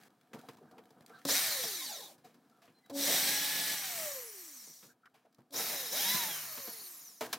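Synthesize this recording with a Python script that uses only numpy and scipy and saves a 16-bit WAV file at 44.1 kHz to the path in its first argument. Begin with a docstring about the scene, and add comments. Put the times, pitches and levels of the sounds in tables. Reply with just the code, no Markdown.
"""Gloves rustle and a thick plastic plate knocks and squeaks on a workbench, close to the microphone.
Then a hand drill bores into the plate in four short runs. Each pull of the trigger kicks the rotor up
to speed with a hum, a rasp and chattering brushes; let go, it coasts down with falling gear and
commutator whines. Between the runs drill and plate are shifted about. Bench and walls answer briefly."""
import sys
import numpy as np
from scipy import signal
from scipy.fft import rfft, irfft, next_fast_len
from scipy.io import wavfile
from scipy.ndimage import uniform_filter1d

SR = 44100
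rng = np.random.default_rng(int(sys.argv[2]) if len(sys.argv) > 2 else 0)


def materialize(psi):
    """Save the field psi as 16-bit PCM at rate SR to the path in sys.argv[1].

    A 1-D psi becomes a single channel; in a 2-D psi each row is a channel.
    """
    bounded = np.clip(np.atleast_2d(psi).T, -1, 1)
    quanta = np.round(bounded * 32767).astype(np.int16)
    wavfile.write(sys.argv[1], SR, quanta)


N = 325458
TIME = np.arange(N) / SR
BAND_LIMIT_HZ = 16000
CRUISE = 400  # reference rotor speed, turns a second

def amp(db):
    """Decibels to gain."""
    return 10 ** (np.asarray(db) / 20)

def unit(x):
    """Scales to rms 1."""
    return x / np.sqrt(np.mean(x ** 2) + 1e-20)

def timeline(points):
    """Joins (t/s, value) points by straight lines."""
    return np.interp(TIME, *np.transpose(points))

def gain_at(points, hz):
    """Gain of a spectrum, on a log-frequency axis."""
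    f, db = np.transpose(points)
    return amp(np.interp(np.log(hz + 1), np.log(f), db))

def colour(x, points):
    """Filters x by a spectrum."""
    size = next_fast_len(x.shape[-1])
    gain = gain_at(points, np.fft.rfftfreq(size, 1 / SR))
    return irfft(rfft(x, size) * gain, size)[..., :x.shape[-1]]

def noise(points, size):
    """Noise of rms 1 with a spectrum."""
    return unit(colour(rng.standard_normal(size), points))

def wander(per_s, t=TIME):
    """A random curve of about rms 1 with so many bends a second."""
    knots = np.arange(0, t[-1] + 1, 1 / per_s)
    return np.interp(t, knots, rng.standard_normal(len(knots))) * np.sqrt(3 / 2)

def resonate(x, hz, width):
    """One resonance of gain 1."""
    return signal.lfilter(*signal.iirpeak(hz, hz / width, fs=SR), x)

def whine(cycles, flutter, jitter, slips_per_s=90):
    """A tone unsteady in strength and phase; fast, wide slips make it rough."""
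    strength = np.sqrt(2) * unit(1 + flutter * wander(60))
    return strength * np.sin(2 * np.pi * (cycles + rng.random()) + jitter * wander(slips_per_s))

def turns(speed):
    """Turns of the rotor so far."""
    return np.cumsum(speed) / SR

def octaves(speed):
    """Doublings of speed above CRUISE."""
    return np.log2(speed / CRUISE + 1e-4)

# The workshop's reflections at the microphone: f/Hz, level/dB
REFLECTIONS = [(100, -16), (500, -17), (1200, -11), (4000, -10), (10000, -8.5), (16000, -8)]
def workshop(x, t60=0.071, delay_s=.001):
    """Bench and walls add short reflections, different at each side."""
    t = np.arange(SR // 3) / SR
    taps = rng.standard_normal((2, len(t))) * (rng.random((2, len(t))) < .1)
    taps *= (t > delay_s) * amp(-60 * t / t60)
    taps = colour(taps / np.linalg.norm(taps, axis=1, keepdims=True), REFLECTIONS)
    return x + signal.fftconvolve(x, taps, axes=1)[:, :N]

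# The drill's echo off the bench top: f/Hz, level/dB
BENCH_ECHO = [(200, -24), (600, -19), (1200, -13), (4000, -10), (9000, -7), (15000, -5)]
def bench_echo(x, delay_s=.005, sway_s=.0005):
    """The hand-held drill sways, so its echo keeps shifting, differently at each side."""
    echoes = np.array([np.interp(TIME - delay_s - sway_s * wander(5), TIME, x) for _ in range(2)])
    return x + colour(echoes, BENCH_ECHO)

# Dull noise, for both the room and the sliding plate: f/Hz, level/dB
DULL_NOISE = [(29, -78.5), (50, -36.5), (96, -14), (160, -6), (254, 0.5), (409, -12), (460, -5.5),
              (597, -16), (731, -3), (858, -14), (963, -11), (1110, -18.5), (1230, -11), (1600, -20.5),
              (2080, -45.5), (3520, -120)]
def room_tone(db=-77):
    """A faint, low rush lies behind the bench."""
    return amp(db) * noise(DULL_NOISE, N)

# Gloves, close up: f/Hz, level/dB
GLOVES = [(820, -33), (1400, -19), (1580, -8), (2060, -14), (2600, -16.5), (4200, -17), (6650, -21.5),
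          (15000, -23)]
# Light handling at the bench: t/s, length/s, slide/dB, rustle/dB
RUBS = [(0.0, 0.084, -70.5, -62.5), (0.094, 0.29, -77.5, -75), (0.345, 0.21, -66.5, -65),
        (0.559, 0.5, -71, -73), (1.072, 0.18, -70.5, -65), (2.15, 0.92, -78, -74),
        (4.929, 0.78, -86, -80.5), (6.72, 0.62, -81.5, -83), (7.207, 0.063, -69, -44),
        (7.26, 0.16, -62, -55)]
def rubbing(length, slide_db, rustle_db, ticks_per_s=30, edge_s=0.001):
    """The plate slides dully on the bench while gloves rustle and tick on the drill."""
    t = np.arange(0, length, 1 / SR)
    slide = amp(slide_db + 8 + 2.5 * wander(40.8, t)) * noise(DULL_NOISE, len(t))
    slips = rng.exponential(1, len(t)) * (rng.random(len(t)) < ticks_per_s / SR)
    grains = unit(signal.lfilter([1], [1, -np.exp(-1 / (0.0017 * SR))], slips))
    rustle = amp(rustle_db - 1) * unit(1 + .4 * grains) * noise(GLOVES, len(t))
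    return (slide + rustle) * np.minimum(np.minimum(t, length - t) / edge_s, 1)

# Squeaks and hollow judders of the plastic: t/s, length/s, f/Hz, width/Hz, level/dB
SQUEAKS = [(0.372, 0.045, 1380, 150, -64), (0.407, .06, 740, 80, -61), (0.608, 0.021, 410, 120, -57),
           (0.663, 0.059, 1560, 200, -72), (0.707, 0.074, 740, 60, -63.5), (1.07, 0.16, 1300, 300, -62.5),
           (1.126, 0.045, 1576, 69.6, -57.5), (1.13, 0.076, 4000, 900, -70.5), (2.233, 0.043, 738, 60, -57),
           (2.507, 0.12, 1330, 39.4, -74), (2.616, .045, 720, 40, -65), (2.735, 0.087, 4120, 30.2, -75.5),
           (2.775, 0.11, 2015, 60.5, -77), (2.828, 0.17, 3900, 30, -76.5), (4.881, 0.058, 1500, 200, -67.5),
           (5.03, 0.026, 1380, 201, -64.5), (5.055, 0.027, 1410, 256, -59.5), (5.138, 0.024, 760, 79, -68),
           (5.24, 0.042, 600, 200, -70)]
def squeak(length, hz, width, db):
    """Plastic sticks and slips in a narrow band."""
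    size = round(length * SR)
    ring = resonate(resonate(rng.standard_normal(size), hz, width), hz, width)
    return amp(db) * unit(ring * signal.windows.tukey(size, .5))

# Modes of the plate on the bench: f/Hz, width/Hz, level/dB
PLATE_MODES = [(162, 54, 6.5), (242, 45, 17), (332, 50, 6.5), (453.5, 43, 14.5), (656, 85, 8),
               (860, 93, -7.5)]
# The brighter parts of a knock: f/Hz, level/dB
CLACK = [(650, -26.5), (1100, -0.5), (1290, -3.5), (1460, -4), (2330, -5.5), (2540, -5.5), (3200, -9),
         (4160, -23), (7040, -120)]
TICK = [(1760, -36.5), (3000, -15), (3380, 3), (4910, 3.5), (6010, 1), (6770, -0.5), (9000, -4.5),
        (13400, -3.5), (15800, -7)]
# Close knocks and motor kicks: t/s, thud/dB, clack/dB, tick/dB, t60/s, thud tilt/(dB per octave)
KNOCKS = [(0.211, -78, -67, -65, 0.042, 0), (0.315, -54, -85, -85, 0.057, 3),
          (0.332, -42.5, -46.5, -56, 0.091, -1), (0.343, -37, -68, -60, 0.16, 3),
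          (0.37, -43, -71, -71, 0.083, -11), (0.39, -63, -60, -58, 0.059, -6),
          (0.486, -40, -48.5, -54.5, 0.11, 0), (0.569, -52, -67, -65, 0.085, -2),
          (0.584, -51, -72, -73, 0.087, 2), (0.625, -51.5, -89, -90, 0.29, -9),
          (0.711, -53, -66, -67, 0.097, 8), (0.77, -47, -90, -90, 0.03, -2),
          (0.78, -46, -57.5, -66, 0.13, 7), (0.905, -52, -67, -59.5, 0.035, 3),
          (0.91, -52, -76, -67, .03, -5), (1.007, -45.5, -63, -60, 0.035, -8),
          (1.062, -62, -58, -47, 0.025, 4), (1.08, -70, -68, -55, .02, 0),
          (1.099, -47.5, -58, -68, 0.049, 7), (1.195, -58, -72, -63, 0.027, -5),
          (1.251, -30, -41.5, -34, 0.064, -9), (1.286, -31.5, -39.5, -33, 0.19, 10),
          (1.637, -36, -48, -39, 0.089, 4.5), (2.179, -58, -76, -73, 0.27, -12),
          (2.245, -52.5, -66, -66.5, 0.46, 1), (2.294, -61, -78, -83, 0.27, -8),
          (2.342, -57, -71, -71, 0.165, -5), (2.497, -77, -83, -67, 0.042, 1),
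          (2.513, -77, -83.5, -69, .025, 0), (2.618, -63, -68, -71, 0.61, 18),
          (2.654, -64, -74, -64, 0.045, 9), (2.667, -74, -76, -64, 0.028, 0),
          (2.676, -56, -66, -81.5, 0.22, -14), (2.897, -38.5, -62, -52, 0.12, -1),
          (4.671, -53.5, -76, -85, 0.12, -1), (4.697, -53.5, -83, -79, 0.098, -12),
          (4.826, -54, -62.5, -65, 0.35, -7), (5.056, -60, -55, -67.5, 0.052, -7.5),
          (5.141, -67, -70, -75, 0.59, 16.5), (5.251, -57.5, -77, -82, 0.12, 12),
          (5.325, -82, -79, -72, .06, -2), (5.346, -82.5, -69, -58.5, 0.024, 4),
          (5.383, -49.5, -78, -76.5, 0.17, -7), (5.507, -74, -71.5, -59, 0.049, -2),
          (5.539, -42, -54.5, -54, 0.95, 5.5), (6.14, -35, -55, -44, 0.11, -33),
          (6.574, -45, -46.5, -50, 0.1, 1), (6.674, -40.5, -54, -56, 0.25, 5),
          (6.81, -55, -78, -75, 0.12, -11), (7.209, -27.5, -40, -44.5, 0.21, 11.5),
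          (7.328, -37, -35.5, -33, 0.14, 10)]
def knock(thud_db, clack_db, tick_db, t60, tilt_db, rise_s=0.0012, dull_hz=1500):
    """A short rattling contact rings the plate; the higher clack and tick die sooner."""
    t = np.arange(SR // 3) / SR
    contact = rng.standard_normal(len(t)) * amp(-60 * t / t60)
    thud = sum(amp(db + tilt_db * np.log2(hz)) * resonate(contact, hz, width)
               for hz, width, db in PLATE_MODES)
    thud = signal.sosfilt(signal.butter(2, dull_hz, fs=SR, output="sos"), thud)
    thud /= np.sqrt(uniform_filter1d(thud ** 2, size=400).max())
    clack = noise(CLACK, len(t)) * amp(-60 * t / (t60 * 0.61))
    tick = noise(TICK, len(t)) * amp(-60 * t / (t60 * 0.52))
    gains = amp([thud_db - 5, clack_db + 4, tick_db + 6])
    return gains @ [thud, clack, tick] * (1 - np.exp(-t / rise_s))

# The chuck with the bit running free: t/s, length/s, f/Hz, width/Hz, level/dB
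CHUCK_RINGS = [(1.723, 0.4, 3700, 520, -55), (4.15, 0.74, 5770, 600, -61.5), (6.349, 0.6, 4380, 430, -56)]
def chuck(length, hz, width, db):
    """The freed chuck rattles in one narrow resonance, unevenly."""
    ring = squeak(length, hz, width, db)
    return ring * unit(1 + .4 * wander(120, TIME[:len(ring)]))

# Trigger pulls: press/s, release/s, squeeze/s, stall push/(turns/s^2), free speed/(turns/s),
# friction/(turns/s^2), drag at CRUISE/(turns/s^2)
PULLS = [(1.248, 1.4, .007, 6300, 570, 426, 322), (2.897, 3.77, .066, 3640, 493, 325, 108),
         (5.504, 5.632, .023, 7900, 470, 447, 0), (5.912, 6.187, .009, 5109, 649, 302, 237)]
def rotor(step_s=.001, let_go_s=.045, hard_start=5000):
    """Speed and torque: the motor's push falls as it speeds up; friction and drag brake it."""
    t = np.arange(0, N / SR, step_s)
    speed, push = np.zeros((2, len(t)))
    for press, release, squeeze, stall, free, friction, drag in PULLS:
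        trigger = np.clip(np.minimum((t - press) / squeeze, (release - t) / let_go_s), 0, 1)
        for i in range(round(press / step_s), len(t)):
            v = speed[i - 1]
            push[i] = stall * trigger[i] * max(1 - v / free, 0)
            speed[i] = max(v + step_s * (push[i] - friction - drag * (v / CRUISE) ** 3), 0)
    return np.interp(TIME, t, speed), np.interp(TIME, t, push / hard_start)

# Hum of the windings: f/Hz, level/dB
HUM = [(280, -3.5), (560, -7), (840, -23.5)]
def winding_hum(torque):
    """The windings hum at a fixed pitch with the current they draw, loudest at the start of a run."""
    return torque ** 1.2 * sum(amp(db) * whine(hz * TIME, flutter=0.17, jitter=0.17) for hz, db in HUM)

def spindle(speed, ratio=.415):
    """The second, slower gear stage sings low and fades fast as the speed falls."""
    return amp(-62 + 24 * octaves(speed)) * whine(ratio * turns(speed), flutter=0.33, jitter=0.3)

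# Lower fan tones: multiple of rotor speed, level at CRUISE/dB, slope/(dB per octave of speed)
FAN_TONES = [(4, -48.5, 18), (7, -58.5, 30)]
# The blade tone through the vents' resonance: f/Hz, level/dB
VENTS = [(2400, -82), (2800, -60), (3100, -49.5), (3400, -47), (4000, -41.5)]
def fan(speed, coasting, siren_gain, blades=8, coast_db=-6.5):
    """The fan's tones rise with its speed, like a siren, and ease when the trigger is let go."""
    drone, wobble = [amp(db + slope * octaves(speed)) * whine(k * turns(speed), flutter=0.4, jitter=.6)
                     for k, db, slope in FAN_TONES]
    siren = gain_at(VENTS, blades * speed) * whine(blades * turns(speed), flutter=0.4, jitter=.33)
    return amp(coast_db * coasting) * (drone + siren_gain * (siren + wobble))

# Resonances of the gear case: f/Hz, level/dB
GEAR_CASE = [(60, -102.5), (160, -85.5), (240, -74), (350, -61), (420, -57), (520, -44), (650, -47.5),
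             (740, -57.5), (850, -49.5), (960, -48.5)]
# Swells of the pinion whine: t/s, level/dB
PINION_LEVEL = [(1.3, 2.5), (1.5, -2.5), (1.9, 5), (3.0, -3), (3.15, 7.5), (3.3, -0.5), (3.7, -4),
                (3.85, 1), (4.0, 3), (4.2, -4), (4.4, -2), (4.62, 4), (5.8, -7), (6.0, 2.5), (6.3, 5),
                (6.4, -15), (6.7, -11)]
def pinion(speed):
    """The pinion whines at twice the rotor speed, gliding through the gear case's resonances."""
    level = amp(timeline(PINION_LEVEL)) * gain_at(GEAR_CASE, 2 * speed)
    return level * whine(2 * turns(speed), flutter=0.25, jitter=.3)

# The drill at the microphone, as it moves and the arm screens it: t/s, level/dB
PRESENCE = [(1.3, 4), (1.37, 2.5), (1.48, 2), (1.75, 1), (2.05, 3), (2.95, 4), (3.15, 2.5), (3.45, -3.5),
            (3.8, -4.5), (4.05, 2.5), (4.3, -3), (4.8, 2.5), (4.92, 11), (5.5, -2), (5.7, 2.5), (6.1, -1),
            (6.45, -1), (6.8, -1), (7.15, -2)]
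def presence(speed, stall_speed=31):
    """Gain of the drill's rubbing, which dies out as the rotor stops."""
    return amp(timeline(PRESENCE)) * np.tanh(speed / stall_speed)

# The drill's rubbing noises, close up: f/Hz, level/dB
RUMBLE = [(30, -54.5), (60, -51), (105, -20), (190, 2.5), (350, -3.5), (550, 0), (800, 1.5), (1200, -10.5)]
RATTLE = [(470, -16.5), (800, -6.5), (976, -14), (1220, -12), (1500, -8), (1900, -0.5), (2120, -2),
          (2430, -6), (3000, -6.5), (3900, -17.5), (6600, -120)]
RASP = [(1710, -42.5), (2900, -8), (3730, 5), (4030, 3), (4370, 3.5), (5020, 1.5), (5750, 3.5), (6050, 2),
        (6450, -4.5), (7180, -3), (7500, -6), (9750, -13.5), (16500, -120)]
WHIRR = [(1710, -47), (2900, -22), (3330, -10), (3680, -12), (4330, 2.5), (5060, -1.5), (5750, 5.5),
         (6220, 2), (7500, 2), (9750, -63.5), (16500, -120)]
HISS = [(4410, -24.5), (7500, -10), (8240, -3), (10700, -2), (13200, 1.5), (15800, -3)]
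# Their level laws: base/dB, per octave of speed/dB, by strain/dB, by bite/dB
RUMBLE_LAW = (-62, 4, 10, 14)
RATTLE_LAW = (-48.5, 11, 1.5, 10)
RASP_LAW, HISS_LAW = (-47, 7, 5.5, 11.5), (-41, 7.5, 4.5, 7)
# The bit in the plastic: t/s, depth/(0-1)
BITE = [(2.1, 0.81), (3.7, 1), (4.05, 0.3), (4.3, 0.04), (5.5, 0.59), (5.9, 0.7), (6.2, 0.73), (6.45, 0.14)]
# How hard the drill shakes the plate: t/s, level/dB
SHAKE = [(1.3, -9), (1.65, -4), (1.9, -1.5), (2.1, 2), (3.0, 6.5), (3.15, 2.5), (3.35, -1), (3.7, -4),
         (3.9, -4), (4.0, 8), (4.1, 3), (4.4, -9.5), (5.6, 2.5), (5.95, 3), (6.15, -3), (6.33, 6.5),
         (6.6, -9)]
def friction_bands(speed, torque, mesh_speed=130):
    """(Gain, spectrum) of each rubbing noise; with the bit free the rasp turns into a whirr."""
    bite = timeline(BITE)
    strain = np.sqrt(torque) * np.tanh(speed / mesh_speed)  # heard only once the gears move
    rumble, rattle, rasp, hiss = [
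        presence(speed) * amp(db + by_speed * octaves(speed) + by_strain * strain + by_bite * bite)
        for db, by_speed, by_strain, by_bite in (RUMBLE_LAW, RATTLE_LAW, RASP_LAW, HISS_LAW)]
    rumble *= amp(timeline(SHAKE) + 3 * wander(20))
    return [(rumble, RUMBLE), (rattle, RATTLE), (rasp * np.sqrt(bite), RASP),
            (rasp * np.sqrt(1 - bite), WHIRR), (hiss, HISS)]

def housing_tone(speed, bands, multiple, db, jitter, ring=None, slips_per_s=90):
    """A rotor tone, set against the noise in 100 Hz: both swell at the housing's resonances."""
    grid = np.arange(0, SR / 2, 100)
    coarse = slice(None, None, 64)
    hz = multiple * speed[coarse]
    power = sum((level[coarse] * gain_at(shape, hz)) ** 2 / np.sum(gain_at(shape, grid) ** 2)
                for level, shape in bands)
    gain = amp(db) * np.sqrt(power) * (hz < BAND_LIMIT_HZ) * (gain_at(ring, hz) if ring else 1)
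    tone = whine(multiple * turns(speed), flutter=0.45, jitter=jitter, slips_per_s=slips_per_s)
    return np.interp(TIME, TIME[coarse], gain) * tone

# Tones of the rotor slots and the bearing: multiple of rotor speed, level/dB
SLOT_TONES = [(15.9, -3), (31.7, -4)]
BEARING_TONES = [(7, 0), (13.9, 2), (21, -5), (33.7, -4), (41.2, -5), (63.4, -3)]
# The front housing that passes them: f/Hz, level/dB
FRONT_HOUSING = [(400, -5), (750, -1), (1100, 2), (1500, -4), (2200, -8), (3100, -8), (3750, 3), (4500, 2),
                 (5400, -2), (6800, 0)]
# The bearing's growl: speed/(turns/s), level/dB
GROWL = [(35, -15), (75, 11), (150, 8), (260, 1), (380, 2.5)]
def slots_and_bearing(speed, bands, coasting):
    """The slots whine throughout a run; the bearing growls once the rotor coasts and slows."""
    slots = sum(housing_tone(speed, bands, k, db, jitter=.8, ring=FRONT_HOUSING) for k, db in SLOT_TONES)
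    growl = sum(housing_tone(speed, bands, k, db, jitter=1.3, ring=FRONT_HOUSING, slips_per_s=170)
                for k, db in BEARING_TONES)
    return slots + coasting * gain_at(GROWL, speed) * growl

def brush_song(speed, bands, bars=24):
    """Brushes pressed on the commutator's bars sing one note."""
    return housing_tone(speed, bands, bars, db=9, jitter=0.3)

# Whistles of the commutator: multiple of rotor speed, level/dB
WHISTLES = [(24, -6), (47.9, 7), (65.8, 1), (71.5, 1), (95.5, 1)]
# Ring of the brush holders: f/Hz, level/dB
BRUSH_RING = [(2500, -22), (3700, -7), (4700, 2), (5800, 7.5), (7200, 4), (8200, 6), (10000, 7.5),
              (12000, 8), (14000, 5.5), (16000, -1)]
def commutator_whistle(speed, bands):
    """Clean gliding tones fade in and out across the many narrow modes of the housing."""
    whistle = np.zeros(N)
    for k, db in WHISTLES:
        tone = housing_tone(speed, bands, k, db, jitter=.25, ring=BRUSH_RING)
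        whistle += tone * unit(amp(2.2 * np.clip(wander(30), -2, 1)))
    return whistle

# Partials of the gear teeth: multiple of rotor speed, level/dB
GRIND = [(6, -3), (7, -1), (10, -1), (11, -4)]
def gear_grind(speed, bands):
    """The loaded teeth grind in a stack of rough partials."""
    return sum(housing_tone(speed, bands, k, db, jitter=0.95, slips_per_s=170) for k, db in GRIND)

# Partials of the chatter: multiple of rotor speed, level/dB
CHATTER = [(13.9, -1), (14.7, -2), (15.8, 0), (20.6, -2), (23.7, 7.5)]
# Brush holder resonances that it meets: f/Hz, level/dB
CHATTER_RING = [(3000, -8), (4800, -3), (5400, 3), (5900, 9), (6500, 3), (7300, 3), (8200, 5), (9200, 1),
                (10300, 2), (11300, 7), (12100, 11), (13000, 2)]
def brush_chatter(speed, bands):
    """Under torque the brushes chatter, flaring up at the resonances of their holders."""
    return sum(housing_tone(speed, bands, k, db, jitter=0.95, ring=CHATTER_RING, slips_per_s=300)
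               for k, db in CHATTER)

def brush_sparks(speed, ring_s=.006):
    """The brushes spark twice a turn; each stroke rings briefly in the many modes of the housing."""
    period = SR / (2 * speed + 1)
    away = ((2 * turns(speed) + .5) % 1 - .5) * period  # samples from the nearest stroke
    clicks = np.sinc(away) * np.exp(-(away / 8) ** 2)
    clicks *= np.sqrt(period) * np.tanh(speed / CRUISE * 4)
    t = np.arange(0, ring_s, 1 / SR)
    ring = rng.standard_normal(len(t)) * amp(-30 * t / ring_s)
    return signal.oaconvolve(clicks, ring / np.linalg.norm(ring))[:N]

# Gain of the sparks against the noise while coasting: rumble, rattle, rasp, whirr, hiss
SPARK_SHARES = (0, .05, .13, .17, .22)
# Loose teeth in the gear case: f/Hz, level/dB
BACKLASH = [(700, -37.5), (1000, -7.5), (1220, -4.5), (1450, -11), (1900, -21.5)]
def friction_noise(speed, bands, coasting, throb=0.076, flicker=0.1):
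    """Rubbing and sparks throb with each turn; unloaded teeth rattle while coasting."""
    sparks = brush_sparks(speed) * (1 + coasting) / 2
    rub = sum(level * unit(colour(rng.standard_normal(N) + share * sparks, shape))
              for (level, shape), share in zip(bands, SPARK_SHARES))
    backlash = coasting * presence(speed) * amp(-53 + 9.5 * octaves(speed)) * noise(BACKLASH, N)
    pulsing = (1 + throb * np.cos(2 * np.pi * turns(speed))) * np.exp(flicker * wander(500))
    return (rub + backlash) * unit(pulsing)

# The side of the housing that faces the microphone, one row a hole: from t/s, [(f/Hz, level/dB)]
ANGLES = [(0, [(1900, 2), (2400, 1), (3100, 0.5), (3600, 1.5), (4000, 2), (4500, 2), (5100, 0.5), (5700, 1),
          (6700, 2.5), (7700, 1), (8300, 3.5), (9000, 1), (11000, 0.5), (14000, 0), (14900, 0.5),
          (15600, -2.5)]), (2.5, [(3000, 0.5), (3900, 0.5), (5000, -.5), (5900, 2), (6350, -1), (6750, 4.5),
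          (7200, -3), (7900, 6.5), (8500, 2), (10200, -1), (12300, -1), (13700, 1), (14800, 2),
          (15600, -2.5)]), (5.2, [(1500, 0.5), (1850, -2), (2200, -1), (2700, -1), (3300, -2), (3900, 2),
          (4450, -5), (5100, 2.5), (5700, -0.5), (6250, 0), (6700, 2), (7500, -3.5), (8300, -2),
          (9500, 0.5), (10500, -2.5), (11800, 2.5), (13400, -3), (14700, 4), (15500, -3)])]
def held_at_angle(x):
    """Colours the drill by the angle at which it is held over each hole."""
    hole = np.searchsorted([s for s, _ in ANGLES[1:]], TIME)
    return sum(colour(x * (hole == i), points) for i, (_, points) in enumerate(ANGLES))

# What the grip brings out, one row a pull: hum/dB, side load/dB, whistle/dB, siren/dB
GRIPS = [(-39.5, 6, -2, -4), (-28.5, -9, 2.5, 0), (-56, 2, -11, -4), (-62, -8, 3.5, 5.5)]
def drill(speed, torque):
    """One rotor drives the drill's noises and tones, close to the microphone."""
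    coasting = np.clip(-np.gradient(speed) * SR / 250, 0, 1)
    effort = np.minimum(2 * torque, 1)
    pull = np.searchsorted([row[0] for row in PULLS[1:]], TIME)
    hum_gain, side_load, whistle_gain, siren_gain = uniform_filter1d(amp(GRIPS)[pull].T, size=400)
    # a side load keeps the brushes pressed on the bars even while coasting
    pressed = (1 - coasting) * (1 - effort) + .5 * coasting * side_load
    bands = friction_bands(speed, torque)
    housing = friction_noise(speed, bands, coasting)
    housing += effort * brush_chatter(speed, bands)
    housing += (1 - coasting) * gear_grind(speed, bands)
    housing += pressed * brush_song(speed, bands)
    housing += coasting * whistle_gain * commutator_whistle(speed, bands)
    housing += side_load * slots_and_bearing(speed, bands, coasting)
    tones = pinion(speed) + fan(speed, coasting, siren_gain) + spindle(speed)
    return held_at_angle(housing) + tones + hum_gain * winding_hum(torque)

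def scene(level_db=-2.5, right_db=-0.11):
    """A quiet workshop, handling on the bench and the drill, in close stereo."""
    mix = room_tone()
    for source, rows in (chuck, CHUCK_RINGS), (knock, KNOCKS), (squeak, SQUEAKS), (rubbing, RUBS):
        for start_s, *settings in rows:
            sound = source(*settings)
            part = mix[round(start_s * SR):][:len(sound)]
            part += sound[:len(part)]
    balance = amp([[-right_db], [right_db]])
    return amp(level_db) * workshop(mix + bench_echo(drill(*rotor()))) * balance

def record(dry, low_cut_hz=94):
    """The microphone's bass cut and the recorder's band limit."""
    thin = signal.sosfilt(signal.butter(4, low_cut_hz, "highpass", fs=SR, output="sos"), dry)
    lowpass = signal.firwin(511, BAND_LIMIT_HZ, window=("kaiser", 9), fs=SR)
    return signal.oaconvolve(thin, lowpass[None], "same")

dry = scene()
out = record(dry)
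materialize(out)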